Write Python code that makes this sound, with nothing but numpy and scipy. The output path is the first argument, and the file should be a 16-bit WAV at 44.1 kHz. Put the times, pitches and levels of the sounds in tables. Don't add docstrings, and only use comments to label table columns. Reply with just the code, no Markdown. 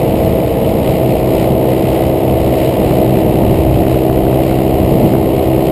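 import sys
import numpy as np
from scipy import signal
from scipy.fft import rfft, irfft, next_fast_len
from scipy.io import wavfile
from scipy.ndimage import uniform_filter1d, minimum_filter1d, map_coordinates

SR = 44100
rng = np.random.default_rng(int(sys.argv[2]) if len(sys.argv) > 2 else 0)


def convert_level_to_amplitude(level_db):
    exponent = np.asarray(level_db, float) / 20
    return 10 ** exponent


def bounce(signal):
    frames = np.transpose(np.atleast_2d(signal))
    limited = np.clip(frames, -1, 1)
    pcm = np.round(limited * 32767).astype(np.int16)
    wavfile.write(sys.argv[1], SR, pcm)


N = 251811

# [t/s, blade pass f/Hz]
SPEED = [(0, 64.997), (.3, 65.177), (1.2, 65.287), (1.8, 65.57), (2.1, 66.152), (2.7, 65.049),
         (3.31, 64.58), (4.21, 65.033), (4.7, 65.717), (5.4, 65.572), (5.71, 65.588)]
# [f/Hz, density level/dB]
SWISH_SPECTRUM = [(500, -42), (900, -9.5), (1200, -2), (1650, -7.5), (1950, 1), (3000, 1.5), (3400, -5),
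                  (4000, -3.5), (4500, -9), (5100, -8.5), (5500, -15), (5800, -17.5), (6100, -24),
                  (7000, -120)]
# [t/s, level/dB]
LOAD = [(0, -32.5), (.85, -33.5), (1.5, -33.5), (1.68, -33), (1.8, -34), (1.95, -31.5), (2.27, -34.3),
        (2.65, -31.5), (3.02, -33.5), (3.25, -32), (3.42, -35), (3.72, -34), (4.0, -35.5), (4.3, -34.5),
        (4.42, -33), (4.9, -34.8), (5.22, -33.5), (5.71, -35)]


def along(points, hz):
    f_hz, value = np.transpose(points)
    return np.interp(np.log(hz + 1), np.log(f_hz + 1), value)


def curves(rows):
    t_s, *columns = np.transpose(rows)
    return [np.interp(np.arange(N) / SR, t_s, column) for column in columns]


def wobble(rate_hz):
    coarse = np.arange(0, N + 16, 16)
    knots = rng.standard_normal(int(N * rate_hz / SR) + 4)
    return np.interp(np.arange(N), coarse, map_coordinates(knots, [coarse * rate_hz / SR]))


def noise(spectrum, gate):
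    size = next_fast_len(N + 8192)
    gain = convert_level_to_amplitude(along(spectrum, np.fft.rfftfreq(size, 1 / SR)))
    x = irfft(rfft(gate * rng.standard_normal(N), size) * gain, size)[:N]
    return x / np.std(x)


def turned(away, toward, done=1):
    # [t/s, turn 0-1]
    head_turn = [
        (0, 0),
        (.6, .04),
        (1.0, .3),
        (1.8, .42),
        (2.7, 0.44),
        (3.4, 0.74),
        (3.9, 0.91),
        (4.8, 0.99),
        (5.71, 0.8),
    ]
    return away + (toward - away) * np.clip(curves(head_turn)[0] / done, 0, 1)


def propeller(passes):
    # [multiple of blade pass, level/dB rms]
    blade_orders = [(1, -30), (2, -23), (3, -28), (4, -27.5), (5, -19.5), (6, -22), (7, -26.5), (8, -27),
                    (9, -44), (10, -27.5), (11, -28), (12, -37), (13, -38), (14, -45), (15, -52),
                    (16, -44.5), (17, -46.5), (18, -54), (19, -48), (20, -54.5), (21, -55.5), (22, -56)]
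    clear_at = .55
    low_db, fading_db = turned(-1, 3), turned(4.5, -3.5)
    fifth_db, rising_db = turned(-4, 1.5, clear_at), turned(-11, 1, clear_at)
    scatter_rad = turned(1.18, .3)
    detour_rad = turned(-3, 0)
    out = np.zeros(N)
    for k, db in blade_orders:
        if k < 5:
            lean_db = low_db
        elif k == 5:
            lean_db = fifth_db
        elif k in (6, 9, 11):
            lean_db = rising_db
        else:
            lean_db = fading_db if k < 12 else 0
        spread_rad = .15 if k in (2, 5) else scatter_rad
        phase_rad = spread_rad * wobble(0.84) + 0.047 * wobble(12)
        if k in (1, 3):
            phase_rad += detour_rad
        elif k == 8:
            phase_rad += np.pi
        level = convert_level_to_amplitude(db + lean_db + 0.49 * wobble(9)) * np.sqrt(2)
        out -= level * np.cos(2 * np.pi * k * passes + 0.36 + phase_rad)
    return out


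def engine(passes):
    # [multiple of firing rate, level/dB rms]
    exhaust_orders = [(1, -27.0), (2, -40.0), (3, -31.0), (4, -32.0), (5, -27.0), (6, -42.0), (7, -43.0),
                      (8, -50.0), (10, -58.0)]
    firings = 1.9245 * passes
    tones = np.zeros(N)
    for k, db in exhaust_orders:
        level = convert_level_to_amplitude(db + 0.9 * wobble(5.08)) * np.sqrt(2)
        phase_rad = 2 * np.pi * (k * firings + rng.random()) + 0.26 * wobble(10)
        tones += level * np.cos(phase_rad)
    sideways_db = 5.5 * np.sin(turned(0, np.pi))
    chop = 1 + 0.22 * np.cos(2 * np.pi * passes)
    return convert_level_to_amplitude(-2.5 + sideways_db) * tones * chop


def swish(passes):
    # [place/passes, width/passes, level/dB]
    bursts = [
        (-.24, .045, 0),
        (-.14, .06, -1),
        (-.05, .07, 0),
        (.04, .05, -4),
        (.125, .035, 2),
        (.36, .07, -12),
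    ]
    gate = np.full(N, convert_level_to_amplitude(-.5))
    for place, width, db in bursts:
        turn = passes - place + .5
        strength = convert_level_to_amplitude(1.7 * rng.standard_normal(int(turn[-1]) + 3))[turn.astype(int) + 1]
        gate += convert_level_to_amplitude(db) * strength * np.exp(-((turn % 1 - .5) / width) ** 2)
    level_db = curves(LOAD)[0] + 1.1 * wobble(12)
    return convert_level_to_amplitude(level_db) * noise(SWISH_SPECTRUM, gate * convert_level_to_amplitude(0.98 * wobble(300)))


def rattle(passes, below_db):
    orders = np.arange(23, 52)
    luck = rng.standard_normal((len(orders), 2))
    fade_db = .22 * (orders - orders[0])
    gains = convert_level_to_amplitude(along(SWISH_SPECTRUM, orders * SPEED[0][1]) - fade_db + 2 * luck[:, 0])
    lines = np.zeros(N)
    for k, gain, offset in zip(orders, gains, luck[:, 1]):
        level = gain * convert_level_to_amplitude(2 * wobble(2))
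        lines += level * np.cos(2 * np.pi * k * (passes - .125) + 1.1 * offset + .5 * wobble(3))
    return convert_level_to_amplitude(curves(LOAD)[0] - below_db) * lines


def wind():
    # [t/s, airstream level/dB, flutter over buffeting/dB]
    gusts = [(0, -20, 1), (.47, -22, 3), (.62, -22, 3), (1.1, -23, 4), (1.3, -23, 1), (1.55, -22.5, 4.5),
             (2.2, -24, 0.5), (2.45, -18.5, -1.5), (2.57, -27, 1.5), (2.8, -20.5, 3), (3.04, -23.5, 3),
             (3.25, -19.5, 4.5), (3.8, -16.5, -0.5), (4.0, -23, 1.5), (4.75, -21, -3.5), (5.03, -17, 5),
             (5.42, -21, -4), (5.71, -25, 4.5)]
    # [f/Hz, density level/dB]
    buffet_spectrum = [(10, -42), (20, -3), (45, -3), (70, 3.5), (110, 1), (150, -8.5), (250, -30),
                       (800, -120)]
    flutter_spectrum = [(60, -42), (110, -4), (160, 1.5), (220, 0), (290, -12), (450, -39), (1200, -120)]
    rush_spectrum = [(100, -41), (200, -17), (280, -3), (400, -3), (550, -2.5), (650, -2), (750, -8.5),
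                     (900, -15), (1050, -22.5), (1300, -37), (2000, -83), (3000, -120)]
    gust_db, over_db = curves(gusts)
    buffet = convert_level_to_amplitude(gust_db + 1.8 * wobble(12)) * noise(buffet_spectrum, 1)
    flutter_db = gust_db + over_db + 1.4 * wobble(9)
    flutter = convert_level_to_amplitude(flutter_db) * noise(flutter_spectrum, convert_level_to_amplitude(1.1 * wobble(17)))
    rush_db = -16 + 0.18 * (gust_db - gust_db.mean()) + 0.33 * wobble(7)
    rush = convert_level_to_amplitude(rush_db) * noise(rush_spectrum, convert_level_to_amplitude(0.51 * wobble(24.97)))
    return buffet + flutter + rush


def yielding(x, top=1.0):
    need = np.minimum(1, top / (np.abs(x) + 1e-9))
    held = minimum_filter1d(need, size=120)
    return x * uniform_filter1d(uniform_filter1d(held, size=60), size=60)


def slammed(x):
    # [t/s, time past full scale/ms]
    slams = [(0.1427, 0.41), (0.9004, 0.34), (1.5285, 0.39), (2.1007, 0.39), (2.8182, 0.32), (2.9107, 0.68),
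             (3.1728, 0.54), (3.4361, 0.54), (3.7603, 0.43), (3.8218, 0.48), (3.868, 0.66), (3.945, 0.73),
             (3.9607, 0.45), (4.0993, 0.68), (4.1761, 0.5), (4.1916, 0.41), (4.2374, 0.41), (4.2684, 0.66),
             (4.3298, 0.57), (4.4065, 0.48), (4.5132, 0.62), (4.5898, 0.57), (4.6659, 0.41), (4.8182, 0.41),
             (4.922, 0.43), (5.0404, 0.5), (5.138, 0.66), (5.1533, 0.63), (5.565, 0.41), (5.5807, 0.48)]
    share, pull = np.ones(N + SR), np.zeros(N + SR)
    ms = np.arange(-300, 300) / SR * 1000
    width_ms = .35
    for t_s, flat_ms in slams:
        centre = round(t_s * SR)
        at = slice(centre - 300, centre + 300)
        share[at] -= np.exp(-.5 * (ms / 0.48) ** 2)
        pull[at] -= 0.91 * np.exp(.5 * ((flat_ms / 2) ** 2 - ms ** 2) / width_ms ** 2)
    return share[:N] * x + pull[:N]


def scene():
    first_pass = .726
    passes = first_pass + np.cumsum(curves(SPEED)[0]) / SR
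    membrane = yielding(propeller(passes) + engine(passes) + wind())
    return slammed(membrane + swish(passes) + rattle(passes, below_db=16.0))[None]


def top_cut(x):
    return signal.sosfilt(signal.butter(12, 16550, fs=SR, output="sos"), x)


def record(dry):
    hold_hz, top_hz = 12000, 15300
    hz = np.fft.rfftfreq(N, 1 / SR)
    lean = irfft(rfft(dry) / (1 + (22 / (hz + .1)) ** 4), N)
    coarse = np.clip(signal.resample_poly(lean, hold_hz, SR, axis=1), -1, 1)
    steps = np.repeat(coarse, 4, axis=1)
    held = signal.resample_poly(steps, SR, 4 * hold_hz, axis=1)[:, :N]
    limited = irfft(rfft(held) * (hz < top_hz), N)
    return top_cut(limited)


dry = scene()
out = record(dry)
bounce(out)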